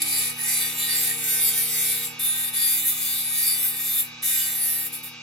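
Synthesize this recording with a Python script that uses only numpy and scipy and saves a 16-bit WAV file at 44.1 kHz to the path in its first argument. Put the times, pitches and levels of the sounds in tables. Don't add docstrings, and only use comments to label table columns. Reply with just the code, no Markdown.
import sys
import numpy as np
from scipy import signal
from scipy.fft import rfft, irfft, next_fast_len
from scipy.io import wavfile
from scipy.ndimage import uniform_filter1d

SR = 44100
rng = np.random.default_rng(int(sys.argv[2]) if len(sys.argv) > 2 else 0)


def dump_mix(stems):
    frames = np.atleast_2d(stems).T
    limited = np.clip(frames, -1, 1)
    pcm = np.round(limited * 32767).astype(np.int16)
    wavfile.write(sys.argv[1], SR, pcm)


def natural_amplitude(level_db):
    exponent = np.asarray(level_db, float) / 20
    return 10 ** exponent


N = 230510
T = np.arange(N) / SR
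HZ = np.fft.rfftfreq(N, 1 / SR)

# time_s, turns_per_second_hz
SHAFT_SPEED = [(0.0, 156.3), (0.22, 154.7), (0.42, 155.4), (0.65, 154.7), (0.85, 155.3), (1.08, 153.5),
               (1.3, 154.1), (1.5, 153.55), (2.0, 153.75), (2.25, 155.8), (2.55, 156.15), (2.8, 155.5),
               (3.3, 156.05), (3.6, 154.85), (4.2, 156.4), (4.5, 155.15), (4.9, 154.75), (5.23, 156.15)]


def unit(x):
    return x / np.sqrt(np.mean(x ** 2))


def curves(table):
    time_s, *columns = np.transpose(table)
    return [np.interp(T, time_s, column) for column in columns]


def colour(x, points):
    hz, db = np.transpose(points)
    gain_db = np.interp(np.log(HZ + 1), np.log(hz), db)
    return irfft(rfft(x) * natural_amplitude(gain_db), N)


def band(x, lo_hz, hi_hz):
    def below(hz):
        return 1 / (1 + (HZ / hz) ** 16)
    return irfft(rfft(x) * (below(hi_hz) - below(lo_hz)), N)


def ring(x, hz, width_hz):
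    return signal.lfilter(*signal.iirpeak(hz, hz / width_hz, fs=SR), x)


def walk(rate_hz):
    hold = int(SR / rate_hz)
    held = np.repeat(rng.standard_normal(N // hold + 1), hold)
    slewed = uniform_filter1d(uniform_filter1d(held, hold), hold)
    return 1.3 * slewed[:N]


def steady(x):
    return x / np.sqrt(uniform_filter1d(x ** 2, 3000) + 1e-12)


def swells(table):
    centre_s, length_s, level_db = np.transpose(table)[:3, :, None]
    return natural_amplitude(level_db) ** 2 * np.exp(-(2 * (T - centre_s) / length_s) ** 2)


def stand(turns):
    # centre_s, length_s, level_db
    shudders = [
        (.19, 0.18, -60),
        (1.05, .12, -69),
        (3.5, 0.1, -69),
        (4.44, .15, -67),
    ]
    above_hz = curves(SHAFT_SPEED)[0] - 153.8
    half = np.sqrt(swells(shudders).sum(axis=0))
    first = natural_amplitude(-52.5 - 1.84 * above_hz)
    third = natural_amplitude(-53 - 5 * above_hz ** 2)
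    shake = 0
    for order, gain in zip((.5, 1, 3), (half, first, third)):
        shake = shake + gain * np.sin(2 * np.pi * order * turns + np.array([[.08], [-.08]]))
    return np.sqrt(2) * shake


def motor(turns):
    # shaft_order, mains_ripple_order, level_db (rms)
    whine = [(0, 1, -58), (0, 2, -53.5), (0, 4, -64.5), (2, 0, -61.5), (5.03, 0, -63), (8, -2, -78.5),
             (6, 0, -70.5), (10, 0, -79), (8, -3, -62), (8, -1, -63.5), (8, 0, -61), (7.7, 2, -76.5),
             (8, 3, -66.5), (16, -4, -82), (16.2, -3, -100), (15.9, -2, -48.5), (16, -1, -48.5),
             (16, 0, -53.5), (15.9, 1, -51.5), (16, 2, -54.5), (15.9, 3, -69), (18, 0, -50), (22, 0, -58),
             (23, 0, -85), (24, 0, -66), (24, 1, -51), (24, -2, -71), (32, 0, -80), (40, 0, -61.5)]
    ripple_hz = 120
    out = 0
    for order, ripple, level_db in whine:
        cycles = round(order) * turns + round(ripple) * ripple_hz * T + rng.random()
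        spread = rng.uniform(.3, .9) + .25 * walk(2)
        apart = .08 + min(order / 13, 1) ** 3 * spread
        waver_db = 1.9 * min(order / 9, 1) * walk(12) + 3.6 * (0 < order < 8) * walk(5.99)
        tone = np.sin(2 * np.pi * cycles + apart * np.array([[1], [-1]]))
        out = out + natural_amplitude(level_db + waver_db) * tone
    return np.sqrt(2) * out + stand(turns)


def air():
    # frequency_hz, level_db (per Hz)
    air_colour = [(25, -1.5), (60, -10), (150, -6.5), (350, -11.5), (510, -3), (650, -11.5), (850, 1),
                  (1040, -9), (1250, 1.5), (1800, -8), (2600, -0.5), (3700, -6), (5500, -4.5), (7800, -18),
                  (8600, -22)]
    rush = band(colour(rng.standard_normal(N), air_colour), 5, 8800)
    return natural_amplitude(-49 + 0.23 * walk(5.2)) * unit(rush)


def rumble():
    ports = [unit(band(rng.standard_normal(N), 15, 70)) for _ in range(2)]
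    return natural_amplitude(-79) * np.array(ports)


def rim(turns, period, wear, spots=()):
    slots, count = 256, 830
    grains = rng.standard_normal((count, slots))
    grains = grains * natural_amplitude(3.5 * rng.exponential(size=(count, slots)))
    for k in range(period, count):
        grains[k] = np.sqrt(1 - wear) * grains[k - period] + np.sqrt(wear) * grains[k]
    for place, level_db in spots:
        drift = uniform_filter1d(rng.standard_normal(count), size=9)
        grains[:, int(place * slots) % slots] += natural_amplitude(level_db + 5 + 7 * drift)
    fine = signal.resample_poly(grains.ravel(), 4, 1)
    return unit(np.interp(turns * slots * 4, np.arange(len(fine)), fine))


def grit(turns):
    # time_s, likeness of one turn to the next (0-1)
    seating = [(0, .24), (.17, .06), (.55, .55), (.86, .68), (.95, .22), (1.06, .14), (1.22, .75),
               (1.76, .7), (1.95, .42), (2.8, .75), (3.36, .74), (3.5, .3), (3.65, .8), (4.0, .58),
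               (4.35, .2), (4.58, .88), (4.95, .65), (5.1, .4)]
    # place (turns), level_db (over the grit)
    high_spots = [(0, 12.5), (.47, 13)]
    once = curves(seating)[0]
    twice = .25 + .55 * once
    lasting = np.clip((once - .1) / .78, 0, 1)
    bounce = np.clip((twice - .85 * once) / .7, 0, 1 - lasting)
    fresh = 1 - lasting - bounce + 1e-9
    chatter = signal.lfilter([1, -.7], 1, rim(turns, period=1, wear=1.))
    scrape = np.sqrt(lasting) * rim(turns, period=1, wear=.1, spots=high_spots)
    scrape += np.sqrt(bounce) * rim(turns, period=2, wear=.2)
    scrape += np.sqrt(fresh) * chatter
    warp = 0.47 * np.cos(4 * np.pi * turns)
    off_centre = 0.27 * np.cos(2 * np.pi * turns + 1)
    return scrape * (1 + warp + off_centre)


def contact_db():
    # leave_s, touch_s, landing_s (duration)
    lifts = [
        (.31, .385, .03),
        (2.05, 2.195, .014),
        (2.485, 2.54, .025),
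        (4.0, 4.226, .014),
        (4.865, 4.928, .015),
        (4.965, 5.035, .015),
        (5.075, 5.4, .01),
    ]

    def away_db(s):
        return 296 * np.clip(s, 0, None) + 5 * np.clip(s / 0.014, 0, 1)
    return -sum(away_db(T - off) * np.clip((on - T) / land, 0, 1) for off, on, land in lifts)


def scrape_body(force):
    # frequency_hz, level_db (per Hz)
    scrape_colour = [(1100, -70), (1550, -4.5), (1740, -33), (1900, 0), (2500, 0), (2960, -10),
                     (3700, -7.5), (4800, -8), (5450, -6), (7500, -14), (10700, 2.5), (13100, 8.5),
                     (14100, -11), (15500, -17)]
    # frequency_hz, width_hz, level_db
    rod_modes = [(4690, 260, -10), (7590, 246, -6), (8506, 130, -14.5), (9290, 140, -12), (10700, 120, -18),
                 (10700, 230, 5), (11240, 57, -3.5), (11850, 120, 0.5), (12390, 70, 1.5), (13600, 23, 10.5),
                 (14830, 450, -4)]
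    broad = colour(force, scrape_colour)
    patchy, modes = 0, 0
    for hz in 1250 * 2 ** np.arange(0, 3.7, 1 / 3):
        patchy = patchy + natural_amplitude(4.5 * walk(13)) * ring(broad, hz, hz / 3.5)
    for hz, width_hz, level_db in rod_modes:
        modes = modes + natural_amplitude(level_db) * ring(force * natural_amplitude(5.15 * walk(18)), hz, width_hz)
    return unit(patchy) + natural_amplitude(1) * unit(modes)


def bending(force):
    # frequency_hz, width_hz
    bend_modes = [(1890, 91), (3800, 1040), (4670, 610)]
    held_levels = (-53, -51, -66)
    # centre_s, length_s, level_db
    lower_rings = [(0.324, 0.35, -42.8), (0.448, 0.14, -37), (0.65, 0.057, -35.5), (0.9, 0.13, -34.5),
                   (1.1, 0.052, -32.5), (1.358, 0.098, -43.1), (1.584, 0.026, -36), (2.04, 0.72, -49),
                   (2.45, 0.22, -41.5), (2.64, 0.086, -37), (2.858, 0.035, -38.5), (3.077, 0.093, -49.5),
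                   (3.396, 0.11, -38), (3.79, 0.13, -41.5), (4.072, 0.14, -35.5), (4.37, 0.31, -41),
                   (4.745, 0.22, -40.5)]
    # centre_s, length_s, level_db
    upper_rings = [(0.59, 0.22, -41), (0.843, 0.08, -30.5), (1.02, 0.6, -42), (1.304, 0.051, -39),
                   (1.46, 0.25, -34.5), (1.656, 0.08, -36), (1.887, 0.27, -35.9), (2.378, 0.43, -39.5),
                   (2.594, 0.1, -39.5), (2.84, 0.21, -39.5), (3.16, 0.13, -37.5), (3.48, 0.47, -40.5),
                   (3.982, 0.18, -37), (4.316, 0.42, -40.5)]
    # centre_s, length_s, level_db
    bites = [
        (0.122, 0.12, -44),
        (0.515, 0.056, -42),
        (0.926, 0.19, -43),
        (1.47, 0.045, -33),
        (2.624, 0.087, -33.5),
        (3.483, 0.1, -32),
        (4.41, 0.11, -45),
    ]
    out = 0
    for (hz, width_hz), rings, held_db in zip(bend_modes, (lower_rings, upper_rings, bites), held_levels):
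        free = np.sqrt(swells(rings).sum(axis=0) + natural_amplitude(held_db) ** 2)
        mode = ring(ring(force, hz, width_hz), hz, width_hz)
        out = out + free * steady(mode)
    return out


def cutting(turns):
    # centre_s, length_s, level_db, dullness_db
    pushes = [(0.01, 0.048, -30, 8.5), (0.161, 0.22, -26.5, 7.5), (0.353, 0.047, -27.8, -2),
              (0.41, 0.1, -31, -1), (0.502, 0.1, -28.5, 10), (0.59, 0.2, -26, 5.5), (0.816, 0.096, -26, 2),
              (0.942, 0.15, -26.5, 8.5), (1.05, 0.14, -23, 1), (1.293, 0.035, -33, 1),
              (1.324, 0.19, -23.5, 2), (1.46, 0.086, -19, -6.5), (1.473, 0.21, -28.5, 12),
              (1.601, 0.09, -20.5, -3), (1.755, 0.16, -25, 1.5), (1.874, 0.18, -23.5, 1.5),
              (2.108, 0.13, -23, 1.5), (2.259, 0.048, -20, -9.5), (2.355, 0.48, -26, -2),
              (2.657, 0.17, -21.5, 0.6), (2.758, 0.11, -23, -3.5), (2.882, 0.068, -18.5, -7),
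              (3.106, 0.28, -24.5, 0.6), (3.448, 0.22, -21, -1.7), (3.645, 0.09, -20.5, -7.5),
              (3.923, 0.31, -25, -0.9), (4.037, 0.11, -17, -8), (4.327, 0.32, -22.5, 0.5),
              (4.666, 0.22, -23, -5), (4.86, 0.32, -28.0, -6)]
    band_edges = (1400, 4300, 6900, 9500, 16500)
    # level_db (over the top hiss), slope (dB per dB of dullness)
    dulling = [(-14.5, 0.89), (-14, 0.9), (-7.5, 0.765), (-0.5, 0)]
    push = swells(pushes)
    effort = push.sum(axis=0) + natural_amplitude(-47) ** 2
    dull_db = np.transpose(pushes)[3] @ push / effort
    force = grit(turns)
    body = scrape_body(force)
    out = bending(force)
    for lo_hz, hi_hz, (level_db, slope) in zip(band_edges, band_edges[1:], dulling):
        gain = natural_amplitude(level_db + slope * dull_db) * np.sqrt(effort)
        out = out + gain * steady(band(body, lo_hz, hi_hz))
    return out * natural_amplitude(contact_db() - 5)


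def room(x):
    t60_s, wet_db, port_lag_s, wide_hz = 0.091, 4, .00001, 1440
    s = T[:SR // 3]
    tails = rng.standard_normal((2, 2, len(s))) * natural_amplitude(-60 * s / t60_s) * (s > .001)
    tails = tails * natural_amplitude(wet_db) / np.sqrt(np.sum(tails ** 2, axis=2, keepdims=True))
    size = next_fast_len(N + SR // 3)
    posture = 0.85 * walk(1.483)
    poses = rfft(x * np.array([np.cos(posture), np.sin(posture)]), size)
    wet = irfft(np.sum(poses[:, None] * rfft(tails, size), axis=0), size)[:, :N]
    wide = 1 / (1 + (wide_hz / (HZ + 1)) ** 6)
    lag = np.exp(1j * np.pi * HZ * port_lag_s * wide * np.array([[1], [-1]]))
    return irfft(rfft(x) * lag + rfft(wet) * (wide + 0.24), N)


def scene():
    # time_s, level_db
    hand_fade = [(0, 2.5), (1.5, 1), (2.5, 0), (5.23, -2)]
    turns = np.cumsum(curves(SHAFT_SPEED)[0]) / SR
    fade = natural_amplitude(curves(hand_fade)[0])
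    in_room = room(natural_amplitude(-2.0) * cutting(turns) + fade * air())
    return in_room + fade * motor(turns) + rumble()


def band_limit(x):
    return signal.sosfilt(signal.butter(12, 16330, fs=SR, output="sos"), x)


def record(dry):
    top_cut = signal.ellip(8, .2, 60, 15900, fs=SR, output="sos")
    mix = signal.sosfilt(top_cut, dry)
    return band_limit(mix)


dry = scene()
out = record(dry)
dump_mix(out)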